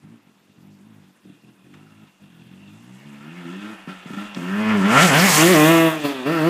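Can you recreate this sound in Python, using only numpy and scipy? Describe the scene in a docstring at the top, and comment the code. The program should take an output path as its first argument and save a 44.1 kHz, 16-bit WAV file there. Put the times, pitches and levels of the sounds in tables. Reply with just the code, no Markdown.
"""A two-stroke dirt bike putters and blips far down a forest track, then revs up, passes close to one
fixed microphone at about 5.4 s and rides away. It fires once per crank turn: the exhaust sounds the
harmonics (orders) of that rate, the cylinder fins and header pipe ring with each firing, and heavy
firings pop in the silencer. The tyres throw gravel, and the trunks send back a short dull echo
over the faint air of the forest."""
import sys
import numpy as np
from scipy import signal
from scipy.fft import irfft
from scipy.io import wavfile
from scipy.ndimage import uniform_filter1d

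SR = 44100
rng = np.random.default_rng(int(sys.argv[2]) if len(sys.argv) > 2 else 0)


def put_to_file(sound):
    """Save the sound as 16-bit audio at rate SR, in the file named by the first command-line argument."""
    columns = np.atleast_2d(sound).T  # one column per channel
    safe = np.clip(columns, -1, 1)
    whole_steps = np.round(safe * 32767)
    wavfile.write(sys.argv[1], SR, whole_steps.astype(np.int16))


N = 286324

NEAR_S, NEARING_S = 4.43, .086   # the bike comes clear of the trees
PASS_S, TURN_S = 5.37, .015      # the microphone now hears it from behind
IDLE_HZ, MID_HZ = 40, 100        # reference firing rates
FADING_DB = 2.0                  # spread of the slow fading of upper orders and metal rings

# Fin ring and tail-pipe rasp against the engine noise: time_s, fins_db, rasp_db
FINS_AND_RASP = [(0, -4, -1), (1.7, -10, 0.5), (1.9, -2, -4), (2.3, -12, -11), (3.1, -7, -8), (3.3, -4, -8),
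                 (3.48, 1.5, -19.5), (3.62, 2.5, -4), (3.7, 2, 2.5), (4.15, 3.5, -12), (4.23, 4, 7),
                 (4.4, 0, 0), (4.54, 5, 2.5), (4.62, -9, 5.5), (4.74, -1, 0), (4.86, 0.5, -0.5),
                 (5.0, 4, 3.5), (5.15, 1, -6.5), (5.3, -13, -2), (5.42, -11, -1), (5.55, -8, 8.5),
                 (5.85, -7, 9), (6.06, -6, 5), (6.2, -8, 7), (6.275, -2.5, 8.5), (6.33, -1, 3),
                 (6.49, -3.5, 9)]
# Treble at open throttle: time_s, gravel_db, sizzle_db
TREBLE_LEVELS = [(0, -77, -86), (.8, -74.5, -85), (1.7, -69.5, -84), (2.5, -69.5, -81), (3.0, -62, -79),
                 (3.25, -63, -70), (3.6, -58, -65), (4.2, -53.5, -58), (4.55, -51.5, -53), (4.85, -44, -50),
                 (5.03, -19, -36), (5.08, -22.5, -32), (5.11, -28.5, -38), (5.18, -22, -26),
                 (5.21, -23.5, -24), (5.33, -18, -21), (5.45, -20.5, -23), (5.64, -27.5, -22.5),
                 (5.86, -38.5, -30), (6.06, -42.5, -32.5), (6.3, -49, -42), (6.49, -45, -39.5)]


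def low_orders(tone_db, firing_hz, opened):
    """Levels in dB of exhaust orders 1-4, coloured by where the bike is; they fade most at low revs."""
    # Exhaust colour far off among the trees: pitch_hz, gain_db
    far_colour = [(85, -23), (105, -8), (130, -5), (160, -6), (200, 0.5), (240, -1), (272, -17),
                  (310, -7.5), (350, -8), (400, -23), (440, -18)]
    # Close by, facing the microphone: pitch_hz, gain_db
    front_colour = [(160, -4.5), (200, 2), (270, -3.5), (300, -19), (340, -16.5), (400, -11), (450, -13),
                    (800, -10.5)]
    # Riding away: pitch_hz, gain_db
    rear_colour = [(120, -20), (165, -6.5), (260, -1.5), (340, 0), (490, -9.5), (660, -5.5), (780, -34)]
    # The first order needs revs to sound: firing_hz, gain_db
    first_order = [(45, -43), (100, -20.5), (125, -4), (150, 0.5)]
    near, behind = crossfade(NEAR_S, NEARING_S), crossfade(PASS_S, TURN_S)
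    tone_db = tone_db + (-19 + 5 * behind) * (1 - opened)   # a shut throttle costs less from behind
    levels = []
    for k in range(1, 5):
        hz = k * firing_hz
        ahead = near * at_hz(front_colour, hz) + (1 - near) * at_hz(far_colour, hz)
        colour = (1 - behind) * ahead + behind * at_hz(rear_colour, hz)
        fading = 1.42 * MID_HZ / firing_hz * drift(4.7)
        levels.append(tone_db + colour + (k == 1) * at_hz(first_order, hz) + fading)
    return levels


def exhaust(turns, firing_hz, low_db, boom_db, rasp_db):
    """Twenty orders of the firing rate: four low ones, then silencer boom and tail-pipe rasp."""
    # Silencer colour: pitch_hz, gain_db
    boom_colour = [(150, 31), (230, 9), (320, 2), (400, -10.5), (520, -41), (800, -61)]
    # Tail-pipe colour: pitch_hz, gain_db
    rasp_colour = [(350, -1), (600, -16), (673, -8), (846, -12.5), (1150, -11), (1820, -21.5), (2020, -19),
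                   (3000, -21), (3900, -65), (6600, -120)]
    out, coarse = np.zeros(N), np.arange(0, N, 64)
    for k in range(1, 21):
        if k <= 4:
            gain = amp(low_db[k - 1][coarse])
        else:
            hz = k * firing_hz[coarse]
            boom = amp(boom_db[coarse] + at_hz(boom_colour, hz))
            rasp = amp(rasp_db[coarse] + at_hz(rasp_colour, hz))
            gain = (boom + rasp) * amp(FADING_DB * drift(9.3, step=64))   # ground and trunk echoes
        lag_rad = .2946 * k * (k + 1) / 2   # the pipe smears the pulse: high orders come late
        scatter_rad = .9 * IDLE_HZ / firing_hz[coarse] * drift(3.1, step=64)   # trunk echoes
        phasor = np.interp(np.arange(N), coarse, gain * np.exp(1j * (scatter_rad - lag_rad)))
        out += np.sqrt(2) * (phasor * np.exp(2j * np.pi * k * turns)).real
    return out


def throttle(shut_s):
    """How far open the throttle is (0-1), and the push in dB of the latest opening, scaled by that."""
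    # Twists of the grip: open_s, shut_s, push_db
    twists = [(0.021, 0.155, -2), (0.246, 0.28, -12), (0.483, 0.502, -6.5), (0.562, 1.087, -2.5),
              (1.233, 1.32, -1.5), (1.424, 1.514, 0), (1.625, 2.036, -1.5), (2.197, 3.73, 0.5),
              (3.87, 3.901, 4), (4.059, 4.222, -1.5), (4.347, 5.885, -0.5), (6.032, 6.056, 1.5),
              (6.248, 6.699, -1.5)]
    t, opened, rise_s = np.arange(N) / SR, np.zeros(N), .02
    for start, end, _ in twists:
        end = max(end, start + rise_s)
        opened = np.maximum(opened, np.interp(t, [start, start + rise_s, end, end + shut_s], [0, 1, 1, 0]))
    starts, _, push_db = np.transpose(twists)
    latest = np.maximum(np.searchsorted(starts, t) - 1, 0)
    return opened, opened * push_db[latest]


def crank(firing_hz):
    """Crank turns so far; they run a little fast or slow, least at high revs."""
    wobble = .008 * (IDLE_HZ / firing_hz) ** 2 * drift(24.1)
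    return np.cumsum(firing_hz * (1 + wobble)) / SR


def firing_strength(turns, firing_hz):
    """Each firing burns with its own strength, more evenly at high revs; at times the level dips."""
    # Brief dips (misfires, lulls around a throttle blip): centre_s, half_length_s, depth_db (sign ignored)
    dips = [(3.86, 0.011, -4), (3.943, 0.013, -4), (4.045, 0.011, 2), (4.096, 0.025, -8),
            (4.128, 0.004, -9), (4.161, 0.0058, -10), (4.36, 0.005, -2), (4.381, 0.0043, -10),
            (4.255, 0.024, -0.5)]
    t, whole = np.arange(N) / SR, np.arange(int(turns[-1]) + 2)
    chance = np.interp(turns, whole, rng.standard_normal(2000)[whole])
    db = 2.7 * IDLE_HZ / firing_hz * chance
    for centre_s, half_s, depth_db in dips:
        db -= abs(depth_db) * np.exp(-((t - centre_s) / half_s) ** 4)
    return amp(db)


def shaking(turns, firing_hz):
    """Two noises that shake the engine; a share is tied to the crank angle and returns every turn."""
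    # Repeating part of the noise power: time_s, share (0-1)
    repeating = [(0, .3), (3.0, .3), (4.4, .3), (4.65, .55), (4.85, .45), (5.0, .5), (5.35, .4),
                 (5.55, .55), (5.72, .65), (5.9, .65), (6.0, .45), (6.49, .45)]
    orders = np.zeros(2049, complex)
    orders[5:110] = np.exp(2j * np.pi * rng.random(105))
    cycle = rms_one(irfft(orders))
    tied = np.interp(turns % 1, np.arange(len(cycle)) / len(cycle), cycle)
    tied *= np.sqrt(210 * firing_hz / SR)   # same power per Hz as the white noise
    share, = in_time(repeating)
    return np.sqrt(share) * tied * [[1], [-1]] + np.sqrt(1 - share) * rng.standard_normal((2, N))


def bursts(turns, depth, fall):
    """Envelope that jumps at each firing and sinks until the next."""
    return 1 - depth + depth * 3 * np.exp(-fall * (turns % 1))


def ringing(turns, shake, modes):
    """Each firing shakes the metal, whose resonances ring and fade in turn."""
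    drive = shake * bursts(turns, depth=.38, fall=5.7)
    out = 0
    for hz, width_hz, db in modes:
        ring = resonance(resonance(drive, hz, width_hz), hz, 2 * width_hz)
        out += amp(db + FADING_DB * drift(4.0)) * ring
    return rms_one(out)


def cylinder_fins(turns, shake, noise_db, opened):
    """The cooling fins clatter with each firing, hardest on an open throttle."""
    # Cylinder resonances: pitch_hz, width_hz, level_db
    modes = [(1356, 132, 5), (1556, 165, 1), (1786, 144, -0.5)]
    level_db = noise_db + in_time(FINS_AND_RASP)[0] - 5 - 12.5 * (1 - opened)
    return amp(level_db) * ringing(turns, shake, modes)


def header_pipe(turns, shake, noise_db, opened):
    """The header pipe rings with each firing, higher than the fins."""
    # Pipe resonances: pitch_hz, width_hz, level_db
    modes = [(2466, 110, 0.5), (2715, 128, 2.5), (3390, 450, -6)]
    # Its ring against the engine noise: time_s, level_db
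    prominence = [(0, -11), (.6, -7), (1.1, -10), (1.3, -2.5), (1.55, -4), (1.8, -6.5), (2.5, -4.5),
                  (3.1, -8.5), (3.6, -6), (3.72, -9), (4.22, -5.5), (4.5, -8.5), (4.8, -16), (5.14, -12),
                  (5.3, -26), (5.42, -8), (5.5, -14), (5.64, -6.5), (5.85, -10), (6.2, -9), (6.49, -11.5)]
    level_db = noise_db + in_time(prominence)[0] - 1.5 - 4.5 * (1 - opened)
    return amp(level_db) * ringing(turns, shake, modes)


def thin_rasp(turns, noise_db, opened):
    """A narrow band at 4.4 kHz that comes up once the tail pipe points back at the microphone."""
    level_db = noise_db + facing_db(ahead_db=-40, behind_db=-17, turn_s=5.97) - 14 * (1 - opened)
    return amp(level_db) * ringing(turns, rng.standard_normal(N), [(4400, 1000, 0)])


def roar(turns, firing_hz, shake, noise_db, opened):
    """Broad noise of combustion, chain and tyres, pulsing with the firings and duller from behind."""
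    # Colour of the roar: pitch_hz, density_db
    colour = [(53, -57), (90, -26), (188, -11), (319, -11.5), (560, -11.5), (691, -10), (1090, -8.5),
              (1320, -10.5), (1780, -10), (2170, -8), (6000, -42), (7800, -66), (13200, -120)]
    # Rider and frame shade the treble after the pass: time_s, share (0-1)
    shade = [(0, 0), (5.42, 0), (5.68, .7), (5.9, .8), (6.25, .85), (6.49, .85)]
    bright = banded(shake * bursts(turns, depth=.16, fall=.57), colour, flicker_db=2)
    dull = butter(bright, 1100, "low", order=1)
    level_db = noise_db + facing_db(ahead_db=-3.5, behind_db=-4, turn_s=5.4)
    level_db += revs_db(firing_hz) - 6.5 * (1 - opened)
    return amp(level_db) * (bright + in_time(shade)[0] * (dull - bright))


def sizzle(turns, opened):
    """Thin top of the exhaust jet, puffing with each firing."""
    jet = rng.standard_normal(N) * bursts(turns, depth=.21, fall=2.4)
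    level_db = in_time(TREBLE_LEVELS)[1] - 2.5 - 15 * (1 - opened)
    return amp(level_db) * rms_one(butter(jet, 9500, "high"))


def silencer_pops():
    """Heavy firings ring briefly in the silencer."""
    # Pops: start_s, level_db, pitch_hz
    pops = [(0.018, -44, 159), (0.058, -22, 187), (1.254, -20, 284.5), (1.297, -22, 290), (1.437, -22, 213),
            (1.666, -21.5, 300), (3.875, -2.5, 191.9), (4.058, -5, 180), (4.105, -2.5, 193),
            (4.137, -6, 193.4), (4.171, -4, 201), (4.369, 0, 220), (4.39, -24, 186), (6.044, -6, 288),
            (6.265, -5, 278.5)]
    out, length = np.zeros(N), 4000
    for start_s, db, hz in pops:
        click = amp(db + 26.5) * signal.unit_impulse(length)
        out[round(start_s * SR):][:length] += resonance(resonance(click, hz, 52), hz, 190)
    return butter(out, 150, "high")


def stone_ticks():
    """Stones and metal tick: a crack with a short ring."""
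    # Ticks: start_s, level_db, pitch_hz, width_hz, t60_s
    ticks = [(1.739, -39, 1100, 1500, .06), (2.949, -48, 8000, 6000, .015), (4.347, -22, 3200, 1800, .022),
             (5.402, -6, 2760, 90, .12)]
    out, t = np.zeros(N), np.arange(4000) / SR
    for start_s, db, hz, width_hz, t60_s in ticks:
        crack = amp(db - 60 * t / t60_s) * rng.standard_normal(len(t))
        ring = resonance(resonance(crack, hz, width_hz), hz, 2 * width_hz)
        out[round(start_s * SR):][:len(t)] += ring * np.sqrt(5000 / width_hz)
    return out


def gravel(turns, opened, grains_per_s=2500):
    """Dense grains thrown by the tyres, on a hiss that throbs with the intake."""
    # Colour of grains and hiss: pitch_hz, density_db
    colour = [(1470, -7), (2500, -12.5), (3010, -4), (3550, -5), (4140, -8.5), (6600, -2), (14700, -19),
              (15600, -20), (16000, -46)]
    hits = rng.random((2, N)) < grains_per_s / SR
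    grains = hits * amp(1.5 * rng.exponential(1, (2, N))) * rng.choice([-1, 1], (2, N))
    intake = rng.standard_normal((2, N)) * (1 + .043 * np.cos(2 * np.pi * turns))
    level_db = in_time(TREBLE_LEVELS)[0] - 6 * (1 - opened)
    return amp(level_db) * banded(intake + 4.4 * grains, colour, flicker_db=2)


def rumble():
    """Lumpy low noise, strongest as the bike comes close."""
    # Rumble at the microphone: time_s, level_db
    levels = [(0.0, -85), (0.89, -95), (2.87, -74), (4.21, -71), (4.22, -59), (4.45, -81), (4.72, -54),
              (4.79, -70), (4.99, -43), (5.26, -51), (5.29, -68), (5.61, -56), (5.72, -77), (6.4, -82)]
    low = butter(rng.standard_normal(N), [25, 75], "band")
    return amp(in_time(levels)[0]) * rms_one(low * amp(2.3 * drift(10)))


def trees(engine, t60_s=.33):
    """The trunks scatter a dull, dying echo, 3 dB stronger against the engine while it is far off."""
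    t = np.arange(int(.8 * SR)) / SR
    tail = rng.standard_normal(len(t)) * amp(-60 * t / t60_s) * (t > .02)
    tail = butter(tail, [170, 5150], "band")
    echo_db = -13.5 - 3 * crossfade(NEAR_S, NEARING_S)
    return signal.fftconvolve(engine * amp(echo_db), tail / np.sqrt(np.sum(tail ** 2)))[:N]


def forest_air():
    """Faint, gently flickering hush of the still forest."""
    # Colour of the hush: pitch_hz, density_db
    colour = [(240, -31), (400, -3.5), (467, -8), (1270, -7.5), (4580, -17.5), (14600, -24), (15300, -21),
              (16000, -42)]
    return amp(-63.5) * banded(rng.standard_normal((2, N)), colour, flicker_db=2.5)


def facing_db(ahead_db, behind_db, turn_s):
    """Level of a part that shows the microphone its front, then its back."""
    return ahead_db + (behind_db - ahead_db) * crossfade(turn_s, TURN_S)


def revs_db(firing_hz):
    """1.5 dB louder for each doubling of the revs."""
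    return 1.5 * np.log2(firing_hz / MID_HZ)


def crossfade(centre_s, within_s):
    """Smooth step from 0 to 1."""
    return .5 + .5 * np.tanh((np.arange(N) / SR - centre_s) / within_s)


def amp(db):
    """Gain of a level in dB."""
    return 10 ** (np.asarray(db) / 20)


def rms_one(x):
    """Scaled to rms 1."""
    return x / np.sqrt(np.mean(x ** 2) + 1e-20)


def in_time(rows):
    """The columns of a curve table, one value a sample."""
    times, *columns = np.transpose(rows)
    return [np.interp(np.arange(N) / SR, times, column) for column in columns]


def at_hz(spectrum, hz):
    """A spectrum read on a log-frequency axis."""
    pitches, db = np.transpose(spectrum)
    return np.interp(np.log(hz), np.log(pitches), db)


def drift(rate_hz, step=1):
    """Slow random wander of spread 1, read at every step-th sample."""
    r = np.exp(-80 * np.pi * rate_hz / SR)
    slow = signal.lfilter([1], [1, -2 * r, r * r], rng.standard_normal(N // 40 + 2002))[2000:]
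    return np.interp(np.arange(0, N, step) / 40, np.arange(len(slow)), rms_one(slow))


def butter(x, hz, kind, order=2):
    """Low-, high- or band-pass filter."""
    return signal.sosfilt(signal.butter(order, hz, kind, fs=SR, output="sos"), x)


def resonance(x, hz, width_hz):
    """Two-pole peak of gain 1."""
    r = np.exp(-np.pi * width_hz / SR)
    feedback = [1, -2 * r * np.cos(2 * np.pi * hz / SR), r * r]
    return signal.lfilter(np.array([1, 0, -1]) * (1 - r * r) / 2, feedback, x + 1e-18)


def banded(noises, spectrum, flicker_db):
    """Half-octave bands cut from two noises in turn, each with its own level and flicker; rms 1."""
    low_hz, top_hz = spectrum[0][0], spectrum[-1][0]
    octaves = np.arange(0, np.log2(top_hz / low_hz) + .5, .5)
    edges = np.minimum(low_hz * 2 ** octaves, .45 * SR)
    out = 0
    for k, (low, high) in enumerate(zip(edges, edges[1:])):
        level_db = at_hz(spectrum, np.sqrt(low * high)) + flicker_db * drift(14.9)
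        out += amp(level_db) * butter(noises[k % 2], [low, high], "band")
    return rms_one(out)


def scene():
    """The bike, its echo and the forest air, heard from the side of the track."""
    # Engine speed as heard at the microphone: time_s, firing_hz
    revs = [(0, 42.6), (.14, 59), (.38, 38), (.5, 52), (.59, 42), (.69, 52), (.81, 48), (.89, 55.6),
            (1.0, 50), (1.1, 47), (1.26, 38.2), (1.5, 43.3), (1.6, 36.6), (1.68, 46), (1.78, 50),
            (1.85, 53.5), (2.02, 53), (2.18, 46.4), (2.23, 51.4), (2.32, 43), (2.45, 41.5), (2.61, 49),
            (2.7, 50.7), (2.83, 59.3), (2.96, 64.6), (3.05, 72), (3.21, 70.6), (3.38, 90.4), (3.47, 83.3),
            (3.52, 90), (3.59, 100), (3.64, 103), (3.72, 110), (3.76, 94), (3.85, 97), (4.0, 90.6),
            (4.08, 91.6), (4.25, 106), (4.34, 99), (4.41, 84.7), (4.61, 107.7), (4.72, 109), (4.824, 92.5),
            (4.9, 108), (5.0, 152), (5.044, 193), (5.125, 128.6), (5.232, 187), (5.25, 207), (5.336, 148),
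            (5.41, 156), (5.484, 180.6), (5.512, 193), (5.56, 153), (5.624, 151), (5.716, 166.5),
            (5.858, 163), (5.952, 156), (6.01, 149), (6.086, 141.4), (6.236, 123.3), (6.328, 172),
            (6.366, 163), (6.422, 152), (6.49, 175.5)]
    # Exhaust tone at open throttle, as the bike nears and leaves: time_s, level_db
    tone_levels = [(0, -47.5), (.7, -47.5), (1.1, -51), (2.0, -48.5), (2.3, -53.5), (2.7, -51),
                   (2.88, -48.5), (3.02, -49.5), (3.06, -43), (3.25, -45.5), (3.5, -30.5), (3.6, -36),
                   (3.72, -36.5), (4.2, -30), (4.55, -26.5), (4.73, -16), (4.9, -19.5), (4.98, -15),
                   (5.05, -12.5), (5.11, -18), (5.18, -13.5), (5.25, -16.5), (5.33, -22.5), (5.46, -12.5),
                   (5.56, -13), (5.85, -14.5), (6.05, -20.5), (6.28, -17.5), (6.35, -23.5), (6.49, -15)]
    # Engine noise at open throttle: time_s, level_db
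    noise_levels = [(0, -57), (.65, -62.5), (1.0, -59.5), (1.65, -60), (1.78, -55), (2.5, -57), (2.95, -51),
                    (3.2, -47), (3.5, -42), (3.7, -40), (4.2, -35.5), (4.45, -34), (4.62, -26.5),
                    (4.73, -21), (4.79, -26.5), (4.98, -10.5), (5.06, -17.5), (5.11, -17), (5.16, -11),
                    (5.24, -16.5), (5.42, -12.5), (5.47, -16), (5.52, -15), (5.72, -16), (5.88, -19.5),
                    (6.06, -22.5), (6.3, -24), (6.49, -23.5)]
    firing_hz = uniform_filter1d(in_time(revs)[0], size=900)   # the flywheel rounds off speed changes
    opened, push_db = throttle(shut_s=.05)
    noise_open, _ = throttle(shut_s=.1)   # noise dies down more slowly than tone
    tone_db = in_time(tone_levels)[0] + push_db
    noise_db = in_time(noise_levels)[0] + .5 * push_db
    low_db = low_orders(tone_db, firing_hz, opened)
    boom_db = tone_db + facing_db(ahead_db=-15.5, behind_db=-15, turn_s=5.38)
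    boom_db += revs_db(firing_hz) - 12 * (1 - opened)
    rasp_db = noise_db + in_time(FINS_AND_RASP)[1] - 10 - 15 * (1 - opened)

    turns = crank(firing_hz)
    strength, shake = firing_strength(turns, firing_hz), shaking(turns, firing_hz)
    fired = exhaust(turns, firing_hz, low_db, boom_db, rasp_db)
    fired += cylinder_fins(turns, shake[0], noise_db, opened)
    fired += header_pipe(turns, shake[0], noise_db, noise_open)
    fired += thin_rasp(turns, noise_db, noise_open)
    rush = roar(turns, firing_hz, shake, noise_db, noise_open) + sizzle(turns, noise_open)
    engine = strength * fired + np.sqrt(strength) * rush   # roar and sizzle dip only half as deep in dB
    engine += silencer_pops() + stone_ticks()
    return (engine + forest_air() + gravel(turns, noise_open) + rumble() + trees(engine))[None]


def record(dry):
    """The microphone rounds the peaks, rolls off the deepest bass and cuts the very top."""
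    rounded = butter(.95 * np.tanh(dry / .95), 30, "high")
    return signal.sosfilt(signal.cheby2(16, 90, 16200, fs=SR, output="sos"), rounded)


dry = scene()
out = record(dry)
put_to_file(out)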